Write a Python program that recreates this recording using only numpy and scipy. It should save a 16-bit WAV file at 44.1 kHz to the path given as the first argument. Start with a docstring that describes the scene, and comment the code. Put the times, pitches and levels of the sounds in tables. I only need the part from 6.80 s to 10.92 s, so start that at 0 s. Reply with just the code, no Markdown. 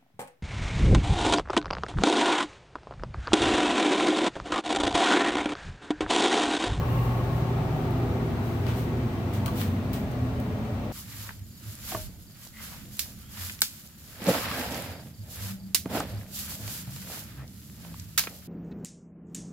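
"""Basement furnace with duct airflow

A motor hums at twice the mains rate, with weaker wavering tones, as steady sines with slow level changes.
Filtered noise is the rumbling, rushing air; it excites resonances of the sheet-metal ducts and cabinet.
The microphone passes the ducts and backs away: resonances come and go, the echoes shift and mostly lengthen.
Enveloped noise makes soft brushes of sleeves and soles and light clicks; decaying sines make wooden knocks.
"""
import sys
import numpy as np
from scipy.fft import rfft, irfft, next_fast_len
from scipy.io import wavfile

SR = 44100
rng = np.random.default_rng(int(sys.argv[2]) if len(sys.argv) > 2 else 0)


def generate_wav(signal):
    """Clip the signal to [-1, 1] and save it as 16-bit WAV at the path in sys.argv[1]."""
    frames = np.transpose(np.atleast_2d(signal))
    scaled = np.clip(frames, -1, 1) * 32767
    pcm = np.round(scaled).astype(np.int16)
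    wavfile.write(sys.argv[1], SR, pcm)


N = 181780
TIME = np.arange(N) / SR   # s
SIZE = next_fast_len(N, True)
BINS = np.maximum(np.arange(SIZE // 2 + 1) * SR / SIZE, 1)   # Hz


def from_db(db):
    """Decibels to gain."""
    return 10 ** (np.asarray(db) / 20)


def rms_one(x):
    """Scale to unit rms."""
    return x / np.sqrt(np.mean(x ** 2) + 1e-20)


def in_time(rows):
    """One curve per value column, joined by straight lines."""
    s, *columns = np.transpose(rows)
    return [np.interp(TIME, s, column) for column in columns]


def over_bins(points):
    """Table read along the log-frequency axis."""
    hz, value = np.transpose(points)
    return np.interp(np.log(BINS), np.log(hz), value)


def wave(spectrum):
    """Spectrum back to sound."""
    return irfft(spectrum, SIZE)[..., :N]


def drift(rate_hz):
    """Low-passed noise of unit rms: slow random variation."""
    noise = rfft(rng.standard_normal(SIZE))
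    return rms_one(wave(noise / (1 + (BINS / rate_hz) ** 2)))


def registers(spectrum, centres_hz):
    """Split a sound into overlapping registers that add up to the whole."""
    parts = []
    for shares in np.eye(len(centres_hz)):
        weight = over_bins(list(zip(centres_hz, shares)))
        parts.append(wave(spectrum * weight))
    return parts


def room_noise():
    """Spectrum of stereo white noise at 0 dB per Hz; long waves reach both ports alike."""
    # left-right likeness: (frequency [Hz], correlation)
    likeness = [(60, 0.96), (180, 0.98), (350, 0.92), (750, 0.7), (1200, 0.26), (2000, 0), (16000, 0)]
    alike = np.clip(over_bins(likeness), -1, 1)
    mid, side = rfft(rng.standard_normal((2, SIZE))) * np.sqrt(SR) / 2
    return np.sqrt(1 + alike) * mid + np.sqrt(1 - alike) * side * [[1], [-1]]


def standing_waves(ripple_db=2.5, spacing_hz=30, dense_above_hz=700):
    """The basement's many overlapping modes leave fine peaks and dips across the spectrum."""
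    count = SR // 20
    ripple = np.interp(BINS / spacing_hz, np.arange(count), rng.standard_normal(count))
    density = BINS / (BINS + dense_above_hz)
    return from_db(ripple_db * ripple * density)


def contact_noise(colour, envelopes, tilts_db, pans_db, low_cut_hz=300, tilt_pivot_hz=4970):
    """Stereo noise under one envelope per contact, each with its own brightness and side."""
    # centres of the registers that carry the tilt: (frequency [Hz])
    centres_hz = [1100, 3200, 8000, 14000]
    low_cut = BINS / (BINS + low_cut_hz)
    parts = registers(room_noise() * from_db(over_bins(colour)) * low_cut, centres_hz)
    powers, out = np.square(envelopes), 0
    for hz, part in zip(centres_hz, parts):
        octaves = np.log2(hz / tilt_pivot_hz)
        gains = from_db(tilts_db * octaves + [pans_db, -pans_db])
        out = out + part * np.sqrt(gains ** 2 @ powers)   # contacts add in power
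    return out / np.std(sum(parts))


def motor(hum_hz=119.8, hum_waver_db=3.0, phase_wander_rad=0.66):
    """The mains-locked hum holds its pitch; motor and fan tones waver in level and phase."""
    # hum before waver: (time [s], level [dB rms])
    hum_levels = [(0, -31), (.5, -31.5), (1, -28.5), (1.4, -36), (1.8, -30), (2.3, -35), (3.1, -41),
                  (3.8, -35.5), (4.12, -42)]
    # weaker tones: (frequency [Hz], level before waver [dB rms], waver [dB rms])
    tones = [(95.65, -42.5, 4.5), (254.7, -52, 9.5), (345.3, -62, 6.5), (494, -59, 7), (671, -60, 5.5),
             (710, -56.5, 1), (900, -66, 8)]
    hum_db, = in_time(hum_levels)
    hum = np.sin(2 * np.pi * (hum_hz * TIME + rng.random()))
    out = from_db(hum_db + hum_waver_db * drift(2.5)) * hum
    for hz, level_db, waver_db in tones:
        phase = 2 * np.pi * (hz * TIME + rng.random()) + phase_wander_rad * drift(0.6)
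        out = out + from_db(level_db + waver_db * drift(0.72)) * np.sin(phase)
    return np.sqrt(2) * out   # sine peak from rms


def airflow(rumble_hz=148, rush_hz=1280, hiss_hz=9000):
    """Broad turbulence; rumble, rush and hiss each fade at their own rate with distance."""
    # turbulence before ripple and fade: (frequency [Hz], density [dB per Hz])
    air_colour = [(20, -81), (31, -93), (48, -55.5), (75, -52), (180, -59), (270, -60.5), (350, -69.5),
                  (620, -69.5), (820, -69), (1000, -73.5), (1600, -78.5), (2200, -80), (3200, -84),
                  (4000, -86.5), (5200, -92), (8000, -99.5), (16000, -101.3)]
    # loss as the microphone backs away: (rumble [dB/s], rush [dB/s], hiss [dB/s])
    fade_db_per_s = (0.8, 1.3, .5)
    turbulence = room_noise() * from_db(over_bins(air_colour)) * standing_waves()
    parts = registers(turbulence, (rumble_hz, rush_hz, hiss_hz))
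    from_middle_s = TIME - TIME.mean()
    return sum(from_db(-loss * from_middle_s) * part for loss, part in zip(fade_db_per_s, parts))


def ducts(far_db=-19, eddy_count=4, reach_s=0.83, reach_at_hz=514):
    """Turbulence rings each resonance, which swells as the microphone passes; low ones swell more slowly."""
    # duct and cabinet modes: (frequency [Hz], width [Hz], level at loudest [dB rms], loudest at [s])
    duct_modes = [(93, 14.3, -42, 1.4), (154.8, 21, -36, 0.11), (211.5, 30, -41, 3.1),
                  (245, 28.8, -41, 2.2), (344.6, 22.2, -44, 1.86), (393, 45, -40, 1.37),
                  (422.3, 23, -47.5, 4.24), (479, 34, -50.5, 1.93), (534, 96, -44.5, .1),
                  (591, 64, -46, 3.8), (656, 48, -48.5, 1.24), (767, 59, -44.5, 1),
                  (878.4, 33, -45.5, 0.57), (1101, 98, -43, 0.11), (1187, 170, -50, 1.06),
                  (1520, 100, -58.5, 1.75), (2760, 290, -51, .14)]
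    eddies = [room_noise() for _ in range(eddy_count)]   # neighbouring modes get unrelated noise
    out = 0
    for k, (hz, width_hz, level_db, loudest_s) in enumerate(duct_modes):
        detune = (BINS ** 2 - hz ** 2) / (BINS * width_hz)
        resonance = 1 / (1 + 1j * np.sqrt(2) * detune - detune ** 2)
        ringing = rms_one(wave(eddies[k % eddy_count] * resonance))
        passing_s = reach_s * reach_at_hz / hz   # grows with wavelength
        near = np.exp(-0.5 * ((TIME - loudest_s) / passing_s) ** 2)
        out = out + from_db(level_db) * np.maximum(near, from_db(far_db)) * ringing
    return out


def with_echoes(air):
    """Two dull echoes comb the noise; its peaks and dips slide as the lags change with position."""
    # echo path: (time [s], lag off duct face [ms], lag off wall [ms])
    echo_lags = [(0, 2.3, 5.35), (1.2, 3.35, 5.8), (1.6, 3.37, 8.8), (2, 1.76, 10), (2.35, 2.57, 8.3),
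                 (2.65, 4.54, 9.3), (3.2, 4.9, 10.2), (4.12, 3.76, 8.7)]
    # duct face, then wall: (level before dulling [dB], low-pass corner [Hz])
    echo_tones = [(-15, 420), (-8.5, 110)]
    out = air
    for lag_ms, (level_db, dull_hz) in zip(in_time(echo_lags), echo_tones):
        dull = wave(rfft(air, SIZE) / np.hypot(1, BINS / dull_hz))
        sent_s = TIME - lag_ms / 1000
        echo = np.array([np.interp(sent_s, TIME, side) for side in dull])
        out = out + from_db(level_db) * echo
    return out


def brushes(grain_db=1.0, grain_hz=300, leftward_db=0.1):
    """Friction of cloth and soles swells and dies away, roughened by many tiny catches."""
    # strokes: (peak time [s], level before tilt [dB rms], rise [s], fall [s], tilt [dB per octave])
    strokes = [(.24, -55, .17, 0.11, 4.5), (.58, -54, 0.046, 0.027, 1), (1.06, -69, .09, .05, 9),
               (1.68, -55.5, .06, .14, 2), (1.897, -43.5, 0.028, 0.048, -4.5),
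               (1.992, -45.5, 0.025, 0.025, 1), (2.545, -41.5, 0.0091, 0.022, -1.5),
               (2.685, -53.5, 0.042, 0.023, -5), (2.815, -37, 0.04, 0.026, 0),
               (3.141, -40, 0.0077, 0.024, -1)]
    # friction spectrum: (frequency [Hz], level [dB])
    brush_colour = [(300, -14), (900, -5), (3400, 2.5), (5200, -4.5), (8000, -7), (10200, -8),
                    (11400, -3.5), (13000, -6), (16000, -8)]
    s, level_db, rise_s, fall_s, tilts_db = np.transpose(strokes)
    age_s = TIME - s[:, None]
    rise = (age_s / rise_s[:, None]) ** 2
    fall = age_s / fall_s[:, None]
    fade = np.where(age_s < 0, rise, fall)
    envelopes = from_db(level_db[:, None]) * np.exp(-np.minimum(fade, 20) / 2)
    catches = rms_one(from_db(grain_db * drift(grain_hz)))
    return catches * contact_noise(brush_colour, envelopes, tilts_db, np.full(len(s), leftward_db))


def clicks(crack_t60_s=0.013, room_t60_s=0.33, room_db=-15):
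    """A short crack, then a faint diffuse tail from the basement walls."""
    # clicks: (time [s], crack level before tilt and pan [dB rms], tilt [dB per octave],
    #          pan [dB up on left and down on right])
    click_events = [(.9976, -56, 3, 1), (1.051, -54, 3, 1), (1.1074, -51, 5, 4), (1.8672, -36, -7, 0),
                    (1.886, -44, -7, 6), (2.66, -27, -0.5, 3), (2.666, -37, -7, -4),
                    (2.6795, -36.5, -5, -6), (2.8144, -29.5, -8, -0.5), (3.133, -36, 3.5, 0),
                    (3.3154, -45, 1, 0), (3.601, -44, 4.5, -1)]
    # click spectrum: (frequency [Hz], level [dB])
    click_colour = [(300, -16), (800, -6), (1200, -2), (1600, -1), (2600, 2), (3100, 11), (3550, -8),
                    (4100, 9), (5000, -1.5), (8800, -2), (10000, 1.5), (12500, -6), (16000, 2)]
    s, level_db, tilts_db, pans_db = np.transpose(click_events)
    age_s = TIME - s[:, None]
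    decay = np.log(1000) * np.clip(age_s, 0, 1)
    crack = np.exp(-np.minimum(decay / crack_t60_s, 20))
    tail = from_db(room_db) * np.exp(-decay / room_t60_s)
    envelopes = from_db(level_db[:, None]) * (age_s >= 0) * (crack + tail)
    return contact_noise(click_colour, envelopes, tilts_db, pans_db)


def knocks(soft_s=0.0015):
    """A light bump sets a board ringing briefly; each port hears the modes in a different phase."""
    # bumps on wood: (time [s], reference level of the modes [dB])
    bumps = [(1.888, -43), (2.661, -42), (2.678, -33)]
    # board modes: (frequency [Hz], level re bump [dB], T60 [s])
    board_modes = [(988, 0.5, 0.13), (1137, -2, 0.11), (1260, -0.5, 0.09), (1490, -5, 0.071),
                   (3280, -8, 0.048), (4050, -12, 0.044)]
    out = 0
    for s, level_db in bumps:
        age_s = np.clip(TIME - s, 0, 0.5)
        onset = 1 - np.exp(-age_s / soft_s)
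        for hz, mode_db, t60_s in board_modes:
            envelope = onset * np.exp(-np.log(1000) * age_s / t60_s)
            ringing = np.sin(2 * np.pi * (hz * age_s + rng.random((2, 1))))
            out = out + from_db(level_db + mode_db) * envelope * ringing
    return out


def scene():
    """The running furnace and the small sounds of someone moving beside it."""
    furnace = motor() + with_echoes(airflow() + ducts())
    return furnace + brushes() + clicks() + knocks()


def record(dry, cutoff_hz=15880, slope_hz=200):
    """Each microphone port colours the sound in its own way; the top is cut steeply."""
    # port responses: (frequency [Hz], gain [dB])
    left_port = [(300, 1), (700, 1), (1300, 2.5), (3000, -2), (4200, -1), (6000, 0), (8500, -1.5),
                 (10200, -1), (13000, 1.5), (14300, 9), (16000, 6)]
    right_port = [(300, 1), (700, -1), (1300, -1), (4200, -3), (7400, 0), (8700, 3.5), (10200, -6),
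                  (12000, 2), (14000, -6), (16000, 3)]
    margin = (SIZE - N) // 2   # mirrored ends let the filters run in and out
    padded = np.pad(dry, [(0, 0), (margin, margin)], "reflect")
    ports = from_db([over_bins(left_port), over_bins(right_port)])
    low_pass = np.clip((cutoff_hz - BINS) / slope_hz + 0.5, 0, 1)
    return irfft(rfft(padded, SIZE) * ports * low_pass, SIZE)[:, margin:margin + N]


dry = scene()
out = record(dry)
generate_wav(out)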